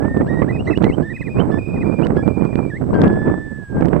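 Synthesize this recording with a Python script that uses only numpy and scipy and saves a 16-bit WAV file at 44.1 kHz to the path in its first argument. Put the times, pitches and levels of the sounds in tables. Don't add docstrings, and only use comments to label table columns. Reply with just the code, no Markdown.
import sys
import numpy as np
from scipy import signal
from scipy.fft import rfft, irfft
from scipy.io import wavfile
from scipy.ndimage import uniform_filter1d

SR = 44100
rng = np.random.default_rng(int(sys.argv[2]) if len(sys.argv) > 2 else 0)


def master(y):
    cut = np.clip(np.atleast_2d(y).T, -1, 1)
    pcm = np.round(cut * 32767)
    wavfile.write(sys.argv[1], SR, pcm.astype(np.int16))


N = 176400
T = np.arange(N) / SR
EDGE_S = .004
PURIFY_DB_PER_S = 12

# multiple of the pitch, relative level in dB.
LOW_OVERTONES = [(2, -28.5), (3, -38), (4, -53)]


def curlew():
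    voice = low_whistles() + upper_notes() + register_slips()
    return amp(-1.5) * signal.lfilter(*signal.butter(3, 6440, fs=SR), voice)


def low_whistles():
    # time in seconds, pitch in Hz, relative level in dB.
    contours = [
        [(0, 1620, -40), (.062, 1800, -35), (.134, 1828, -34), (.208, 1765, -33.5), (.222, 1990, -40)],
        [(.272, 1570, -38), (.296, 1894, -31), (.318, 1848, -32), (.347, 1920, -35), (.370, 1850, -36),
         (.396, 1927, -30), (.418, 1850, -37), (.435, 2090, -34.5)],
        [(.479, 1630, -37), (.495, 1960, -30.5), (.504, 2053, -30), (.513, 1920, -30), (.520, 2020, -52)],
        [(.657, 1490, -77.5), (.675, 1975, -23), (.685, 2080, -26.5), (.694, 1930, -29.5), (.701, 1970, -36)],
        [(.838, 1880, -31), (.852, 2084, -30), (.868, 1940, -36), (.880, 2205, -46.5), (.896, 2200, -31.5),
         (.914, 1950, -35)],
        [(1.027, 1670, -37.5), (1.062, 1820, -34.5), (1.089, 1747, -33.5), (1.107, 1936, -30.5),
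         (1.117, 1944, -31), (1.131, 1730, -34)],
        [(1.518, 1727, -33), (1.572, 1755, -34), (1.579, 1745, -41), (1.586, 1820, -33)],
        [(2.168, 1657, -33.5), (2.212, 1683, -34.5), (2.223, 1690, -39)],
        [(2.702, 1900, -38), (2.726, 1656, -33.5), (2.756, 1816, -33), (2.774, 2126, -31.5), (2.783, 2150, -47)],
        [(2.942, 1610, -31), (3.005, 1556, -36), (3.055, 1682, -34), (3.258, 1738, -32.5), (3.432, 1760, -35),
         (3.576, 1727, -38.5), (3.718, 1608, -41.5), (3.802, 1600, -35.5), (3.830, 1770, -44)],
    ]
    # reediness in dB, relative level of the opening rasp in dB.
    timbres = [(-6.5, -74), (0, -54.5), (-3, -68), (4, -50), (2, -48), (0, -53.5), (5, -53), (4.5, -49),
               (-3.5, -88), (2, -48)]
    bite_db, bite_s, rasp_lead_s = 3.5, .02, .0099
    out = np.zeros(N)
    for contour, (reed_db, rasp_db) in zip(contours, timbres):
        times, hz, db = np.transpose(contour)
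        t = np.arange(times[0] - EDGE_S / 2, times[-1] + EDGE_S / 2, 1 / SR)
        age = t - t[0]
        pitch = uniform_filter1d(np.interp(t, times, hz), size=300)
        reediness = reed_db + bite_db * np.exp(-age / bite_s) - PURIFY_DB_PER_S * age
        add(out, t[0], whistle(pitch, np.interp(t, times, db), LOW_OVERTONES, reediness))
        add(out, times[0] - rasp_lead_s, amp(rasp_db) * rasp())
    return out


def upper_notes():
    # start and end in seconds, pitch in Hz, arch of the pitch in Hz,
    # relative level in dB, time of a quaver crest in seconds, quaver rate in Hz, flick in Hz and in dB.
    notes = [(.521, 0.613, 2490, 1, -40, 0.33, 13.5, 365, 4.5),
             (0.704, 0.738, 2590, 0, -36.5, .712, 15, 8, 2),
             (0.747, 0.777, 2510, -18, -39, .775, 9.4, 387, 2),
             (.915, 0.951, 2590, 2, -41, .940, 12, 453.5, -1),
             (1.133, 1.169, 2480, 4, -37.5, 1.167, 17, 11, 2),
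             (1.18, 1.216, 2500, 7, -39.5, 1.38, 18.4, 3, 2.5),
             (1.235, 1.273, 2475, -14, -44, 1.44, 20, -7, 10),
             (1.29, 1.415, 2453, -4, -40.5, 1.2, 17, 662, 11),
             (1.584, 1.826, 2442, 25.5, -39.5, 1.74, 26.8, 4, 3.5),
             (1.841, 2.053, 2372, 31.5, -40.5, 1.872, 18, 540, 3.5),
             (2.222, 2.703, 2347, 63.5, -43.5, 2.414, 17.6, -13, -4)]
    # multiple of the pitch, relative level in dB.
    overtones = [(1.5, -33.5), (2, -27.5), (3, -41.5)]
    quaver_hz, quaver_db = 36.8, 2.5
    flick_rise_s, flick_hold_s = .027, .010
    out = np.zeros(N)
    for start, end, hz, arch_hz, db, crest, rate, flick_hz, flick_db in notes:
        t = np.arange(start, end, 1 / SR)
        quaver = np.cos(2 * np.pi * rate * (t - crest))
        arch = np.sin(np.pi * (t - start) / (end - start))
        flick_start = end - flick_rise_s - flick_hold_s
        flick = np.sin(np.pi / 2 * np.clip((t - flick_start) / flick_rise_s, 0, 1)) ** 4
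        pitch = hz + arch_hz * arch + quaver_hz * quaver + flick_hz * flick
        level = db + quaver_db * quaver + flick_db * flick
        reediness = -flick_db * flick / 2 - PURIFY_DB_PER_S * (t - start)
        add(out, start, whistle(pitch, level, overtones, reediness))
    return out


def register_slips():
    # start in seconds, relative level in dB.
    slips = [(0.554, -42), (0.726, -30.5), (1.161, -35), (1.212, -30), (1.268, -33.5), (1.758, -43),
             (1.816, -34.5), (2.523, -47)]
    length_s, from_hz, to_hz = .022, 2150, 1680
    progress = np.linspace(0, 1, round(length_s * SR))
    pitch = from_hz + (to_hz - from_hz) * progress ** 1.4
    out = np.zeros(N)
    for start, db in slips:
        add(out, start, whistle(pitch, db - 25 * (progress - .5) ** 2, LOW_OVERTONES))
    return out


def whistle(hz, db, overtones, reed_db=0):
    jitter, shimmer_db = .0053, .57
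    t = np.arange(len(hz)) / SR
    drift = uniform_filter1d(rng.standard_normal((2, len(t))), size=120)
    pitch_drift, level_drift = uniform_filter1d(drift, size=80)
    phase = 2 * np.pi * np.cumsum(hz * (1 + jitter * unit(pitch_drift))) / SR
    tone = np.sin(phase) + sum(amp(level + reed_db * k / 2) * np.sin(k * phase) for k, level in overtones)
    edges = np.sin(np.pi / 2 * np.clip(np.minimum(t, t[-1] - t) / EDGE_S, 0, 1)) ** 2
    return np.sqrt(2) * tone * edges * amp(db + shimmer_db * unit(level_drift))


def rasp():
    length_s, from_hz, to_hz, jitter, db_per_harmonic = .023, 1270, 1600, .027, -5.5
    progress = np.linspace(0, 1, round(length_s * SR))
    roughness = unit(uniform_filter1d(rng.standard_normal(len(progress)), size=40))
    pitch = (from_hz + (to_hz - from_hz) * progress) * (1 + jitter * roughness)
    phase = 2 * np.pi * np.cumsum(pitch) / SR
    harmonics = sum(amp(db_per_harmonic * (k - 2)) * np.sin(k * phase) for k in range(2, 5))
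    return np.sin(np.pi * progress) * harmonics


def ground_scatter(call):
    echo_db, t60_s, rise_s = -16.5, .14, .008
    t = T[:SR // 2]
    tail = rng.standard_normal((2, len(t))) * amp(-60 * t / t60_s) * np.minimum(t / rise_s, 1)
    tail /= np.linalg.norm(tail[0])
    return amp(echo_db) * signal.fftconvolve(call[None], tail, axes=1)[:, :N]


def wind():
    # time in seconds, relative level in dB.
    gusts_left = [(0.0, -31), (0.28, -21.5), (0.37, -34), (0.63, -25), (0.77, -33), (0.9, -21), (0.94, -40),
                  (1.05, -34), (1.12, -68), (1.17, -37), (1.31, -41), (1.36, -17.5), (1.45, -58),
                  (1.49, -17), (1.53, -47), (1.56, -25), (1.65, -48), (1.79, -19), (1.97, -44.5),
                  (2.15, -20), (2.2, -27.5), (2.34, -48), (2.38, -33.5), (2.61, -36), (2.71, -49),
                  (2.76, -35.5), (2.86, -33), (2.94, -15), (3.07, -11.5), (3.24, -31), (3.3, -11.5),
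                  (3.34, -55.5), (3.38, -24), (3.41, -52), (3.53, -58), (3.6, -45), (3.65, -67),
                  (3.77, -14), (3.89, -37), (4.0, -28.0)]
    gusts_right = [(0.0, -16), (0.05, -13.5), (0.13, -23), (0.21, -13), (0.25, -18.5), (0.34, -19),
                   (0.4, -14), (0.44, -15.0), (0.64, -24), (0.7, -12.5), (0.75, -22), (0.78, -12.5),
                   (0.8, -18), (0.84, -8.5), (0.93, -21), (1.02, -12), (1.07, -32.5), (1.14, -23),
                   (1.17, -42.5), (1.21, -25.0), (1.24, -33.5), (1.29, -22.5), (1.33, -32), (1.39, -12),
                   (1.46, -17), (1.49, -15), (1.63, -20.5), (1.66, -34), (1.69, -18.5), (1.95, -18.5),
                   (1.97, -22), (2.0, -7.5), (2.11, -16.5), (2.18, -17.5), (2.24, -23.5), (2.27, -11.5),
                   (2.34, -21.5), (2.37, -18), (2.45, -11), (2.47, -22), (2.57, -15.5), (2.66, -20),
                   (2.7, -22.5), (2.76, -31.5), (2.82, -16), (2.87, -24.5), (2.9, -17), (2.97, -17.5),
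                   (3.03, -9.5), (3.15, -18.5), (3.3, -14), (3.36, -20), (3.39, -20.5), (3.42, -30.5),
                   (3.48, -31.5), (3.51, -25.5), (3.55, -36.5), (3.63, -28), (3.66, -54), (3.73, -18.5),
                   (3.81, -16.5), (3.9, -13), (3.96, -12), (4.0, -18)]
    # frequency in Hz, relative spectral density in dB.
    rumble_shape = [(15, -15), (40, -10.5), (80, -0.5), (150, 3.5), (300, 0.5), (480, -7.5), (800, -17),
                    (1400, -28.5), (2400, -46), (4000, -72.5), (8000, -95), (15000, -78.5)]
    # centre in Hz, dB gained for each dB of wind.
    steepness = [(40, 0.27), (150, 0.72), (400, 1.05), (1000, 1.3539), (3000, 1.97), (8000, 1.7)]
    usual_db, eddy_db, flutter_db, sputter_db, sputter_from_hz = -18.5, 2.38, 2.52, 3, 860
    centres, slopes = np.transpose(steepness)
    freqs = np.fft.rfftfreq(N, 1 / SR)
    out = np.zeros((2, N))
    for port, gusts in enumerate((gusts_left, gusts_right)):
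        push_db = np.interp(T, *np.transpose(gusts)) - usual_db
        push_db += eddy_db * wander(hz=38.2) + flutter_db * wander(hz=172)
        rumble = noise(rumble_shape)
        spectrum = rfft(rumble)
        swings = unit(uniform_filter1d(abs(signal.hilbert(rumble)), size=90))
        flap_db = sputter_db * wander(hz=130) + 20 * np.log10(swings)
        for share, hz, slope in zip(np.eye(len(centres)), centres, slopes):
            band = irfft(spectrum * log_interp(np.c_[centres, share], freqs), N)
            flapping = unit(amp(flap_db / (1 + (sputter_from_hz / hz) ** 2)))
            out[port] += band * amp(slope * push_db) * flapping
    return amp(-17) * out


def buffets():
    # time in seconds, relative levels of thump and overload crack in dB,
    # left minus right in dB.
    sharp_gusts = [(0.172, -1, -36.5, -29), (.206, -12, -50, -10), (0.396, -6.5, -43, -6),
                   (0.667, -18, -39, -14), (.776, -0.5, -26.5, -34), (0.827, -19, -27.5, -16),
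                   (0.837, -6.5, -30, -27), (0.843, -2, -19, -26), (.852, 0.5, -33, -9),
                   (.900, -3, -39, 22), (1.396, -5.5, -51, -23), (1.876, -6.5, -50, -27),
                   (2.000, -10.5, -49, -24), (2.019, -14, -40, -25), (2.051, -20, -35, -20),
                   (2.069, -16, -24, -25), (2.134, -6.5, -55, 2), (2.176, -6, -46, -18),
                   (2.279, 3, -26.5, -37), (2.312, -8, -46, -26), (2.376, -5, -48, -18),
                   (2.423, 1, -46, -38), (2.451, -13.5, -33, -16), (2.557, -5, -26.5, -34),
                   (2.586, -15, -42, -27), (2.664, -10, -46, -30), (3.018, -8.5, -21.5, 34),
                   (3.039, -1, -21.5, 32), (3.08, -15, -31, 16), (3.131, -5, -35, -36), (3.81, -3, -35, -9),
                   (3.857, -4.5, -26.5, -32.5), (3.885, -12, -31, -25)]
    thump_s, thump_gain_db, crack_s, crack_gain_db = .00068, -3, .00082, 3.5
    t = np.arange(-400, 800) / SR
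    u = t / thump_s
    thump = -u * np.exp((1 - u ** 2) / 2)
    out = np.zeros((2, N))
    for time, thump_db, crack_db, pan_db in sharp_gusts:
        dull_noise = signal.lfilter(*signal.butter(2, 1840, fs=SR), rng.standard_normal(len(t)))
        dull_noise = signal.lfilter(*signal.butter(1, 5240, fs=SR), dull_noise)
        crack = unit(dull_noise) * np.exp(-abs(t) / crack_s)
        pulse = amp(thump_db + thump_gain_db) * thump + amp(crack_db + crack_gain_db) * crack
        add(out, time + t[0], sides(pan_db) * pulse)
    return out


def camera():
    # frequency in Hz, relative spectral density in dB.
    hiss_shape = [(100, 8), (1000, 22), (2500, 10), (4000, 4.5), (7000, 1.5), (9000, -1), (12000, -4),
                  (15500, -10.5)]
    haze_shape = [(6000, -63.5), (7550, -20), (7870, 2.5), (8200, -18.5), (10000, -60)]
    whine_hz, frame_hz = 7867, 29.97
    flips = sum(np.sin(np.pi * k * frame_hz * T) / k for k in range(1, 12, 2))
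    whine = amp(-67) * unit(flips * np.sin(2 * np.pi * whine_hz * T))
    floor = [amp(-54.5) * noise(hiss_shape) + amp(-69.5) * noise(haze_shape) for _ in range(2)]
    return sides(pan_db=1.5) * whine + np.array(floor)


def amp(db):
    return 10 ** (np.asarray(db) / 20)


def unit(x):
    return x / np.sqrt(np.mean(x ** 2) + 1e-20)


def log_interp(points, hz):
    freqs, values = np.transpose(points)
    return np.interp(np.log(hz + 1), np.log(freqs + 1), values)


def add(mix, start_s, sound):
    part = mix[..., max(round(start_s * SR), 0):][..., :sound.shape[-1]]
    part += sound[..., :part.shape[-1]]


def sides(pan_db):
    gains = amp(np.array([pan_db, -pan_db]) / 2)
    return (gains / gains.mean())[:, None]


def wander(hz):
    freqs = np.fft.rfftfreq(N, 1 / SR)
    return unit(irfft(rfft(rng.standard_normal(N)) / (1 + (freqs / hz) ** 2) ** 2, N))


def noise(shape):
    gains = amp(log_interp(shape, np.fft.rfftfreq(N, 1 / SR)))
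    return unit(irfft(rfft(rng.standard_normal(N)) * gains, N))


def scene():
    bird = curlew()
    return sides(pan_db=-4.3) * (bird + ground_scatter(bird)) + wind() + buffets() + camera()


def record(dry):
    ceiling, knee, cutoff_hz = .99, 3.8, 15900
    saturated = dry / (1 + abs(dry / ceiling) ** knee) ** (1 / knee)
    band_limit = signal.firwin(511, cutoff_hz, window=("kaiser", 9), fs=SR)
    return signal.oaconvolve(saturated, band_limit[None], "same")


dry = scene()
out = record(dry)
master(out)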